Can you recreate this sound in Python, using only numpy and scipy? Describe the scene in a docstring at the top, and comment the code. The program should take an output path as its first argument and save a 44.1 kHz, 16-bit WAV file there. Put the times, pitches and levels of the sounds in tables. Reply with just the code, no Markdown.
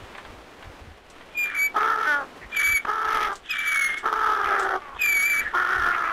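"""Out in the shallows of a stream under a wooded bank, water runs and light wind bumps the microphone.
First a pack donkey's hooves knock on stones and splash as it wades: short dying bursts of noise.
From 1.4 s it brays four times. Each hee is a whistle in a rush of indrawn air, shrill when blown hard;
each haw is a rough, rattling voice through an open throat, and the first and third end in a low groan.
Splashes go on among the brays; the bank returns a weak echo and scatter, and a fast limiter holds the peaks."""
import sys
import numpy as np
from scipy import signal
from scipy.fft import rfft, irfft, next_fast_len
from scipy.io import wavfile
from scipy.ndimage import uniform_filter1d, minimum_filter1d

SR = 44100
rng = np.random.default_rng(int(sys.argv[2]) if len(sys.argv) > 2 else 0)


def log_audio(samples):
    """Write samples as a 16-bit WAV file to the path given in sys.argv[1]."""
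    # one column per channel
    frames = np.atleast_2d(samples).T
    # limit to full scale, then quantise
    limited = np.clip(frames, -1, 1)
    pcm = np.round(limited * 32767).astype(np.int16)
    wavfile.write(sys.argv[1], SR, pcm)


N = 269892
TIME = np.arange(N) / SR

# Levels in the tables of single sounds are nominal: the functions add trims and envelopes.
# the hees: (start t/s, length t/s, weak lead-in t/s, air's tail t/s, whistle level/dB, opening squeak level/dB,
#   whistle growth level/dB, rushing air level/dB, air growth level/dB, air arch level/dB, bright hiss level/dB)
HEES = [(1.378, 0.2884, 0.0097, .05, -22, -61, 3.5, -38, 12.5, 14.5, -50.5),
        (2.568, 0.21, 0.026, 0.082, -20.5, -57, 0.5, -33, -6.5, 4, -40.5),
        (3.507, 0.469, 0.00082, 0.085, -22.5, -34, 3, -32.5, 0.5, 6, -39.5),
        (5.017, 0.39, 0.01, 0.2, -20.5, -44, -1, -36, 6, -0.5, -44)]
# pitch of the whistle, one curve a hee: (t/s, f/Hz)
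WHISTLE_PITCHES = [
    [(1.35, 2438), (1.542, 2357), (1.55, 2190), (1.554, 2360), (1.594, 2266), (1.66, 2308), (1.69, 2260)],
    [(2.53, 2395), (2.548, 2378), (2.552, 2415), (2.582, 2274), (2.732, 2309), (2.78, 2227), (2.8, 2330)],
    [(3.5, 2498), (3.508, 2560), (3.536, 2325), (3.656, 2316), (3.882, 2140), (3.92, 2116), (3.99, 2197)],
    [(5.0, 2530), (5.034, 2410), (5.04, 2390), (5.206, 2231), (5.278, 2358), (5.372, 2278), (5.42, 2343)],
]
# the whistle cracks, jumping up and thinning: t/s
CRACK_TIMES = [2.553, 2.625, 3.805, 5.029, 5.067, 5.139]
# the whistle slips and part of it turns to rushing air: (middle t/s, length t/s, loss level/dB)
SLIPS = [(1.515, .2, 12.5), (2.62, 0.098, 2.5), (3.555, 0.1, 9), (3.625, 0.12, 6), (3.94, .17, 9.5),
         (5.295, .09, -0.5)]
# overtones of the whistle: (multiple, rounded when used; level/dB)
OVERTONES = [(2, -18.5), (3, -12.5), (4, -31.5), (5, -11), (6, -35), (7, -21)]
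# resonances of the indrawn air: (f/Hz, width f/Hz, level/dB)
INHALE_MODES = [(1264, 290, 1.5), (1732, 540, 7.5), (2240, 120, -1)]
# colour of the bright hiss around 3 kHz that goes with the hee: (f/Hz, level/dB per Hz)
BRIGHT_HISS_COLOUR = [(1500, -47), (2500, -9), (2900, 7), (3450, 8), (4200, -16.5), (7000, -14.5),
                      (15000, -44)]

# the haws: (start t/s, length t/s, effort level/dB, settled roughness 0-1, first, turning and last pitch f/Hz,
#   turn at share of length, first, turning and last throat f/Hz before narrowing and closing,
#   chest share level/dB, late chest gain level/dB, final closing of the mouth 0-1)
HAWS = [(1.74, 0.36, -22.5, .64, 413.4, 444.6, 428.6, 0.43, 1286, 1315, 1376, -12, 2.5, .01),
        (2.857, 0.5, -24, 0.67, 424, 441.5, 383.7, 0.66, 1314, 1276, 1326, -13, 7.5, 0.18),
        (4.028, 0.095, -23, 0.69, 440, 447.3, 409, 0.47, 1330, 1334, 1310, -12.5, -3, 0.08),
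        (4.099, .7, -22, .68, 440, 418.9, 371.9, .42, 1273, 1275, 1410, -12, 12.5, 0.25),
        (5.524, 0.69, -22, .68, 354, 365.3, 322, .4, 1367, 1378, 1196, -17, 1, .02)]
# the mouth gapes and the throat weakens (negative: strengthens):
# (middle t/s, length t/s, ring gain level/dB, rasp gain level/dB, throat loss level/dB)
GAPES = [(1.83, 0.15, 6.5, 0, 0.5), (2.05, 0.15, 8, 4.5, -2), (3.15, 0.29, 9, 6, -1.5),
         (3.25, 0.14, 13.5, 7.5, -2), (4.47, 0.095, 13, 3.5, 2.5), (4.56, 0.18, 7.5, -0.5, -1.5),
         (5.69, 0.36, 4, 0.5, 2), (5.945, 0.1, 15.5, -1.5, 2), (6.07, 0.19, 13, -2, 0)]
# groans that end a haw: (start t/s, length t/s, effort level/dB, change at the end level/dB,
#   first roughness 0-1, first pitch f/Hz, first throat f/Hz, chest share level/dB, ring share level/dB)
GROANS = [(2.048, 0.22, -20.5, -21, 0.17, 308.6, 1507, -15, -15),
          (4.792, 0.209, -42.5, 3.5, 0.57, 295.5, 1300, -6.5, -5)]
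# short catches of the throat: (t/s, level/dB, length t/s, resonance f/Hz, width f/Hz)
CATCHES = [(1.744, -34.5, 0.031, 850, 159), (2.403, -45, 0.067, 1980, 500), (2.847, -27, 0.012, 1170, 1050),
           (5.399, -32, 0.026, 1770, 391), (5.447, -29, 0.05, 1747, 150), (5.528, -29.5, 0.051, 1040, 220)]
# resonances of the chest: (f/Hz, width f/Hz, level/dB)
CHEST_MODES = [(386.3, 164, 10.5)]
# the pharynx at the start of a haw: (f/Hz, width f/Hz, level/dB)
PHARYNX_MODES = [(884, 430, 11.5)]
# resonances of the throat, shifted together by each haw: (f/Hz, width f/Hz, level/dB)
THROAT_MODES = [(1276, 210, 11.5), (1620, 264, 2.1)]
# upper resonance of the open mouth: (f/Hz, width f/Hz, level/dB)
MOUTH_MODES = [(2015, 900, 0)]
# colour of the rasp: (f/Hz, level/dB per Hz)
RASP_COLOUR = [(2000, -85), (2700, 4.5), (3200, 12.5), (4100, 1.5), (6000, 1), (7600, -15), (9000, -13),
               (11300, -7), (13000, -13), (15500, -17.5)]

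# hooves on stones: (t/s, level/dB)
KNOCKS = [(0.15, -29), (0.181, -27.5), (0.25, -31), (0.626, -30), (0.645, -36), (1.209, -34.5)]
# splashes: (t/s, level/dB)
SPLASHES = [(0.1775, -67), (1.0999, -62), (3.3275, -60), (3.355, -54), (3.9805, -53.5), (4.5944, -50),
            (4.6274, -53.5), (5.2275, -51)]
# colour of a knock: (f/Hz, level/dB per Hz)
KNOCK_COLOUR = [(100, -46), (400, -11), (1100, 3.5), (1900, -1), (3500, -10), (9000, -51), (16000, -47)]
# colour of a splash: (f/Hz, level/dB per Hz)
SPLASH_COLOUR = [(1000, -17), (3000, 0), (5500, 1.5), (8200, 2), (9500, -7), (16000, -27)]
# the stream before rippling: (t/s, running water level/dB, wading slosh level/dB)
WATER_LEVELS = [(0, -49.5, -47.5), (.8, -49, -47), (.98, -47.5, -54.5), (2.35, -51, -44), (3.4, -46.5, -60),
                (6.12, -44.5, -54.5)]
# colour of running water: (f/Hz, level/dB per Hz)
WATER_COLOUR = [(40, 10), (100, -6), (170, -2.5), (300, 3.5), (700, 2), (1200, -1), (2000, -2.5),
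                (3300, -7), (5000, -17.5), (9000, -24), (15500, -34)]
# the dull slosh of wading legs: (f/Hz, level/dB per Hz)
SLOSH_COLOUR = [(60, -19), (300, -3.5), (1200, -7.5), (3000, -17), (15000, -40.5)]
# dying away of the scatter from the wooded bank: (f/Hz, 60 dB decay t/s)
BANK_DECAY = [(200, 0.077), (1500, 0.17), (4000, 0.074), (12000, 0.027)]
# wind buffets, added to the calm level: (t/s, level/dB, length t/s)
GUSTS = [(0, -45.5, 0.059), (0.21, -51.5, 0.26), (0.633, -43.5, 0.099), (0.762, -45, 0.21),
         (2.41, -45.5, 0.086), (2.661, -40.5, 0.11), (3.047, -52, 0.051), (4.413, -48, 0.11),
         (4.93, -49, 0.09), (5.402, -48, 0.077), (5.73, -40, 0.15)]
# colour of wind at the microphone: (f/Hz, level/dB per Hz)
WIND_COLOUR = [(15, -24), (48, 0), (85, -2), (130, -13), (250, -25), (2000, -90)]

# hee: the air starts before the whistle, swells in after its start and outlasts it
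AIR_LEAD_S, AIR_SWELL_S = .075, 0.022
AIR_LEAD_DB, AIR_ONSET_DB, AIR_TRAIL_DB = -20.5, -3, -20
HISS_LEAD_DB, HISS_SAG_DB = -13, -7
# the whistle starts weakly before it catches
WHISTLE_CATCH_S, WHISTLE_WEAK_DB = 0.014, -11
WHISTLE_RELEASE_S, WHISTLE_OFF_DB = 0.047, -36
SLIP_TO_AIR = 0.12  # dB of air gained per dB of whistle lost
# attack and release of haws and groans
ATTACK_S, RELEASE_S, SILENT_DB = 0.028, 0.033, -20.5
# a haw starts rougher and chestier with a narrower throat, and settles quickly
SETTLE_S, START_ROUGH, START_CHEST_DB, START_NARROW = 0.031, .3, 13.5, 0.02
LATE_EFFORT_DB, SURGE_DB = -5, 1.38  # the effort tires and surges
RING_DB, RASP_DB = -19, -21  # shares of mouth ring (before its trim) and rasp
BREATH_S = 0.51  # time in which the air runs out
CLOSING_S = 0.0674  # the mouth closes over the end of a haw
# groan: share of length held before it changes, then how it sags and dulls
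GROAN_HOLD, GROAN_SAG_HZ_PER_S, GROAN_CLOSING = 0.41, 195, 0.22
GROAN_END_ROUGH, GROAN_RASP_DB, GROAN_DULLING_DB = 1, -17.5, -19
BAND_EDGE_HZ = 15650


def hee(row, pitch, squeak_s=0.012, jitter=0.0033, flutter=0.11, air_trim_db=2.5, knee_db=-22,
        hiss_trim_db=-2.5, gasp=0.4, air_grit=0.65, crack_s=0.00323, crack_db=-9, crack_leap=0.0636,
        breathy_db=-7):
    """Indrawn air whistles in the larynx; blown hard, the whistle turns shrill."""
    start, length, lead, tail, level_db, squeak_db, *breath = row
    t = np.arange(start - AIR_LEAD_S, start + length + tail, 1 / SR)
    tone_db, rush_db, bright_db = inhale(t, start, length, lead, tail, level_db, *breath)
    crack = sum(np.exp(-((t - s) / crack_s) ** 2) for s in CRACK_TIMES)
    hz = follow(pitch, t)[0] * (1 + crack_leap * crack)

    # the more air rushes past, the weaker and less steady the whistle
    breathy = np.minimum(amp(rush_db - tone_db), 1)
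    unrest = 1 + 3 * breathy
    turns = np.cumsum(hz * (1 + jitter * unrest * wobble(len(t), hz=240))) / SR
    strength = amp(tone_db + crack_db * crack + breathy_db * breathy ** 2)
    fluttering = evened(np.exp(flutter * unrest * wobble(len(t), hz=44.6)))
    whistle = strength * np.exp(2j * np.pi * turns) * fluttering

    gusty = rng.standard_normal(len(t)) * np.exp(gasp * wobble(len(t), hz=79))
    rush = amp(rush_db + air_trim_db) * steadied(tract(gusty, INHALE_MODES), seconds=0.72)

    # above a knee the wave steepens and grows mostly odd overtones
    wave = whistle + air_grit * rush
    shrill = abs(wave) / (1 + (amp(knee_db) / (abs(wave) + 1e-9)) ** 2.1)
    overtones = shrill * sum(amp(db) * np.cos(round(k) * np.angle(wave)) for k, db in OVERTONES)
    # the whistle catches with a brief squeak an octave up
    squeak = amp(squeak_db) * np.exp(-(2 * (t - start) / squeak_s - 1) ** 2)
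    overtones += squeak * np.cos(2 * np.angle(whistle))

    hiss = amp(bright_db + hiss_trim_db) * coloured(gusty, BRIGHT_HISS_COLOUR)
    sound = np.sqrt(2) * ((whistle + rush).real + overtones) + hiss
    return t[0], sound * signal.windows.tukey(len(t), .03)


def inhale(t, start, length, lead, tail, tone_db, tone_growth_db, air_db, growth_db, arch_db, hiss_db):
    """Levels of whistle, air and bright hiss: the air grows and arches around the whistle."""
    end = start + length
    u = np.clip((t - start) / length, 0, 1)
    slip_db, = bumps(SLIPS, t)
    catches = start - WHISTLE_CATCH_S
    begins = catches - max(lead, 0)
    attack = np.interp(t, [begins - WHISTLE_CATCH_S, begins, catches, start],
                       [WHISTLE_OFF_DB, WHISTLE_WEAK_DB, WHISTLE_WEAK_DB, 0])
    release = WHISTLE_OFF_DB * np.maximum(t - end, 0) / WHISTLE_RELEASE_S
    tone = attack + tone_growth_db * (u - .5) + release
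    swell = np.interp(t, [start - AIR_LEAD_S, start, start + AIR_SWELL_S], [AIR_LEAD_DB, AIR_ONSET_DB, 0])
    flow = SLIP_TO_AIR * slip_db + np.interp(t, [end, end + tail], [0, AIR_TRAIL_DB])
    air = swell + growth_db * (u - .5) - arch_db * (2 * u - 1) ** 2
    hiss = np.interp(t, [start - AIR_LEAD_S, start], [HISS_LEAD_DB, 0]) + HISS_SAG_DB * (u - .5)
    return tone_db + tone - slip_db, air_db + air + flow, hiss_db + hiss + flow


def haw(start, length, effort_db, rough, first_hz, turn_hz, last_hz, turn, first_throat_hz, turn_throat_hz,
        last_throat_hz, chest_db, late_db, closing):
    """One push of air: pitch and throat turn once, and the chest's share shifts as the effort tires."""
    age = np.arange(0, length, 1 / SR)
    t, u = start + age, age / length
    fresh = np.exp(-age / SETTLE_S)
    ring_db, rasp_db, loss_db = bumps(GAPES, t)
    surge_db = SURGE_DB * wobble(len(t), hz=6.6)
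    level_db = effort_db + held(t) + LATE_EFFORT_DB * u ** 2 + surge_db - loss_db
    hz = np.interp(u, [0, turn, 1], [first_hz, turn_hz, last_hz])
    shut = np.clip(closing, 0, .5) * np.interp(age, [length - CLOSING_S, length], [0, 1])
    opening = 1 - START_NARROW * fresh - shut
    throat_hz = opening * np.interp(u, [0, turn, 1], [first_throat_hz, turn_throat_hz, last_throat_hz])
    # the chest is spared the throat's loss
    low_db = chest_db + START_CHEST_DB * fresh + late_db * u ** 2 + loss_db
    return voiced(t, age / BREATH_S, hz, rough + START_ROUGH * fresh, level_db, throat_hz, low_db,
                  RING_DB + ring_db, RASP_DB + rasp_db)


def groan(start, length, effort_db, fade_db, first_rough, pitch_hz, throat_hz, chest_db, ring_db, spent=0.85):
    """On the last of the air the folds drop to a low note, which sags, frays and dulls."""
    age = np.arange(0, length, 1 / SR)
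    t, u = start + age, age / length
    late = np.interp(u, [GROAN_HOLD, 1], [0, 1])
    rough = first_rough + (GROAN_END_ROUGH - first_rough) * late ** 2
    hz = pitch_hz - GROAN_SAG_HZ_PER_S * age
    level_db = effort_db + held(t) + fade_db * late
    low_db = chest_db - fade_db * late  # the chest is spared the change of level
    dulling_db = GROAN_DULLING_DB * late
    return voiced(t, spent + age / BREATH_S, hz, rough, level_db, throat_hz * (1 - GROAN_CLOSING * u),
                  low_db, ring_db + dulling_db, GROAN_RASP_DB + dulling_db)


def voiced(t, spent, hz, rough, effort_db, throat_hz, low_db, mouth_db, high_db, jitter=.045, air=0.86,
           low_air=.72, sink=0.14, ring_trim_db=-2, bite=1.18):
    """The folds slap in uneven bursts, driving chest, throat and mouth; each strong burst spits a rasp."""
    # rough folds jitter from cycle to cycle and waver more slowly
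    waver = .026 * wobble(len(t), hz=25)
    turns = np.cumsum(hz * (1 + rough * (waver + jitter * wobble(len(t), hz=151.0)))) / SR
    buzz = evened(sum(np.cos(2 * np.pi * k * turns) for k in range(1, 46)))
    pulses = (1 - .84 * rough) * buzz
    # air escapes at each opening of the folds
    puffs = rough * evened((0.073 + np.exp(-(turns % 1) / 0.52)) * rng.standard_normal(len(t)))
    bursts = np.exp(.65 * rough * np.tanh(wobble(len(t), hz=130)))
    drive = bursts * (pulses + air * puffs)
    throat = steadied(tract(drive, THROAT_MODES, throat_hz / THROAT_MODES[0][0]), seconds=0.024)

    # the low resonances get less turbulence; the pharynx sinks as the air runs out
    low_drive = bursts * (pulses + low_air * puffs)
    sinking = 1 - sink * np.minimum(spent, 1) ** 2
    low = tract(low_drive, CHEST_MODES) - tract(low_drive, PHARYNX_MODES, sinking)
    chest = steadied(low.real, seconds=0.13)

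    ring = steadied(tract(drive, MOUTH_MODES).real, seconds=0.029)
    rasp = coloured(abs(throat) ** bite * (puffs + 0.41 * pulses), RASP_COLOUR)
    voice = np.sqrt(2) * throat.real + amp(low_db) * chest
    voice += amp(mouth_db + ring_trim_db) * ring + amp(high_db) * rasp
    return t[0], amp(effort_db) * voice * signal.windows.tukey(len(t), .015)


def held(t):
    """Attack, hold and release of the voice, in dB."""
    nearest_end = np.minimum((t - t[0]) / ATTACK_S, (t[-1] - t) / RELEASE_S)
    return SILENT_DB * (1 - np.minimum(nearest_end, 1))


def catch(s, db, length, hz, width):
    """A brief hoarse puff through the narrowed throat."""
    count = int(length * SR)
    puff = tract(rng.standard_normal(count), [(hz, width, 0)]).real
    return s, amp(db) * evened(puff * signal.windows.tukey(count, .7))


def steps(rows, colour, t60, trim_db):
    """Each step is a short dying burst of gravel or spray."""
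    out, t = np.zeros(N), TIME[:SR // 4]
    for s, level_db in rows:
        decay = amp(level_db + trim_db - 60 * t / t60)
        add(out, s, decay * coloured(rng.standard_normal(len(t)), colour))
    return out


def stream(drops_per_s=900, drop_spread_db=4, drop_share=0.74, ripple_db=2.83, slosh_ripple_db=1.0):
    """A wash of running water with countless small drops, and the duller slosh of wading legs."""
    wash_db, slosh_db = follow(WATER_LEVELS, TIME)
    falls = rng.random(N) < drops_per_s / SR
    sizes = amp(drop_spread_db * np.minimum(rng.exponential(1, N), 4.5))
    drops = falls * sizes * rng.choice([-1, 1], N)
    wash = coloured(rng.standard_normal(N) + drop_share * evened(drops), WATER_COLOUR)
    slosh = coloured(rng.standard_normal(N), SLOSH_COLOUR)
    running = wash * amp(wash_db + ripple_db * wobble(N, hz=2.4))
    return running + slosh * amp(slosh_db + slosh_ripple_db * wobble(N, hz=25))


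def bank(x, wet_db=-22, echo_s=0.036, echo_db=-28):
    """One weak echo off the rock face and a thin scatter from the trees."""
    count = SR // 2
    # about 2000 random reflections a second, none before 12 ms
    taps = rng.standard_normal(count) * (rng.random(count) < 2000 / SR) * (TIME[:count] > .012)
    hz, t, z = signal.stft(taps, SR, nperseg=256)
    tail = signal.istft(z * amp(-60 * t / read(BANK_DECAY, hz)[:, None]), SR, nperseg=256)[1]
    tail *= amp(wet_db) / np.linalg.norm(tail)
    add(tail, echo_s, amp([echo_db]))
    return signal.fftconvolve(x, tail)[:N]


def wind(calm_db=-63):
    """A faint rumble at the microphone, swelling in short buffets."""
    strength = np.full(N, amp(calm_db))
    for s, db, length in GUSTS:
        add(strength, s, amp(db) * signal.windows.tukey(int(length * SR), .8))
    return strength * steadied(coloured(rng.standard_normal(N), WIND_COLOUR), seconds=0.061)


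def tract(x, modes, mouth=1):
    """Steep resonances that all shift with the mouth; returns a complex wave."""
    out = 0
    for k, (hz, width, db) in enumerate(modes):
        turn = np.exp(2j * np.pi * np.cumsum(hz * mouth * np.ones(len(x))) / SR)
        r = np.exp(-np.pi * width / SR)
        # shift the resonance to 0 Hz, smooth there, and shift back; signs alternate
        smooth = signal.lfilter([(1 - r) ** 2], [1, -2 * r, r * r], x / turn)
        out = out + (-1) ** k * amp(db) * turn * smooth
    return out


def bumps(rows, t):
    """Smooth swells from rows (middle, length, heights..), summed for each height."""
    middle, length, *heights = np.transpose(rows)
    shape = np.cos(np.pi * np.clip((t[:, None] - middle) / length, -.5, .5)) ** 2
    return [shape @ h for h in heights]


def wobble(count, hz):
    """Random motion, mostly slower than about hz, at unit power."""
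    lowpass = signal.butter(2, hz, fs=SR, output="sos")
    return evened(signal.sosfilt(lowpass, rng.standard_normal(count + 4000))[4000:])


def coloured(x, points):
    """Gives x a spectrum, at unit power."""
    size = next_fast_len(len(x) + 512)
    gain = amp(read(points, np.fft.rfftfreq(size, 1 / SR)))
    return evened(irfft(rfft(x, size) * gain, size)[:len(x)])


def steadied(x, seconds):
    """Holds the running power at one, leaving faster flutter alone."""
    power = uniform_filter1d(abs(x) ** 2, max(int(seconds * SR), 2))
    return x / np.sqrt(abs(power) + 1e-12)


def evened(x):
    """Scales x to unit power."""
    return x / np.sqrt(np.mean(abs(x) ** 2) + 1e-20)


def amp(db):
    """Amplitude of a level in dB."""
    return 10 ** (np.asarray(db) / 20)


def follow(rows, t):
    """The columns of a curve table at the times t."""
    s, *columns = np.transpose(rows)
    return [np.interp(t, s, c) for c in columns]


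def read(points, hz):
    """A table's value at each frequency, interpolated over log frequency."""
    f, value = np.transpose(points)
    return np.interp(np.log(hz + 1), np.log(f + 1), value)


def add(mix, s, sound):
    """Adds a sound to the mix from s seconds on."""
    part = mix[max(round(s * SR), 0):][:len(sound)]
    part += sound[:len(part)]


def scene():
    """The donkey and its steps, heard with the bank, over water and wind."""
    donkey = np.zeros(N)
    for row, pitch in zip(HEES, WHISTLE_PITCHES):
        add(donkey, *hee(row, pitch))
    for row in HAWS:
        add(donkey, *haw(*row))
    for row in GROANS:
        add(donkey, *groan(*row))
    for row in CATCHES:
        add(donkey, *catch(*row))
    hooves = steps(KNOCKS, KNOCK_COLOUR, t60=0.084, trim_db=-6.5)
    spray = steps(SPLASHES, SPLASH_COLOUR, t60=0.11, trim_db=12.5)
    near = donkey + hooves + spray
    return (near + bank(near) + stream() + wind())[None]


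def record(dry):
    """A fast limiter holds the peaks; then the band limit."""
    ceiling = .245  # of full scale
    gain = np.minimum(1, ceiling / (abs(dry[0]) + 1e-9))
    limited = dry * uniform_filter1d(minimum_filter1d(gain, size=60), size=60)
    lowpass = signal.firwin(511, BAND_EDGE_HZ, window=("kaiser", 9), fs=SR)
    return signal.oaconvolve(limited, lowpass[None], "same")


dry = scene()
out = record(dry)
log_audio(out)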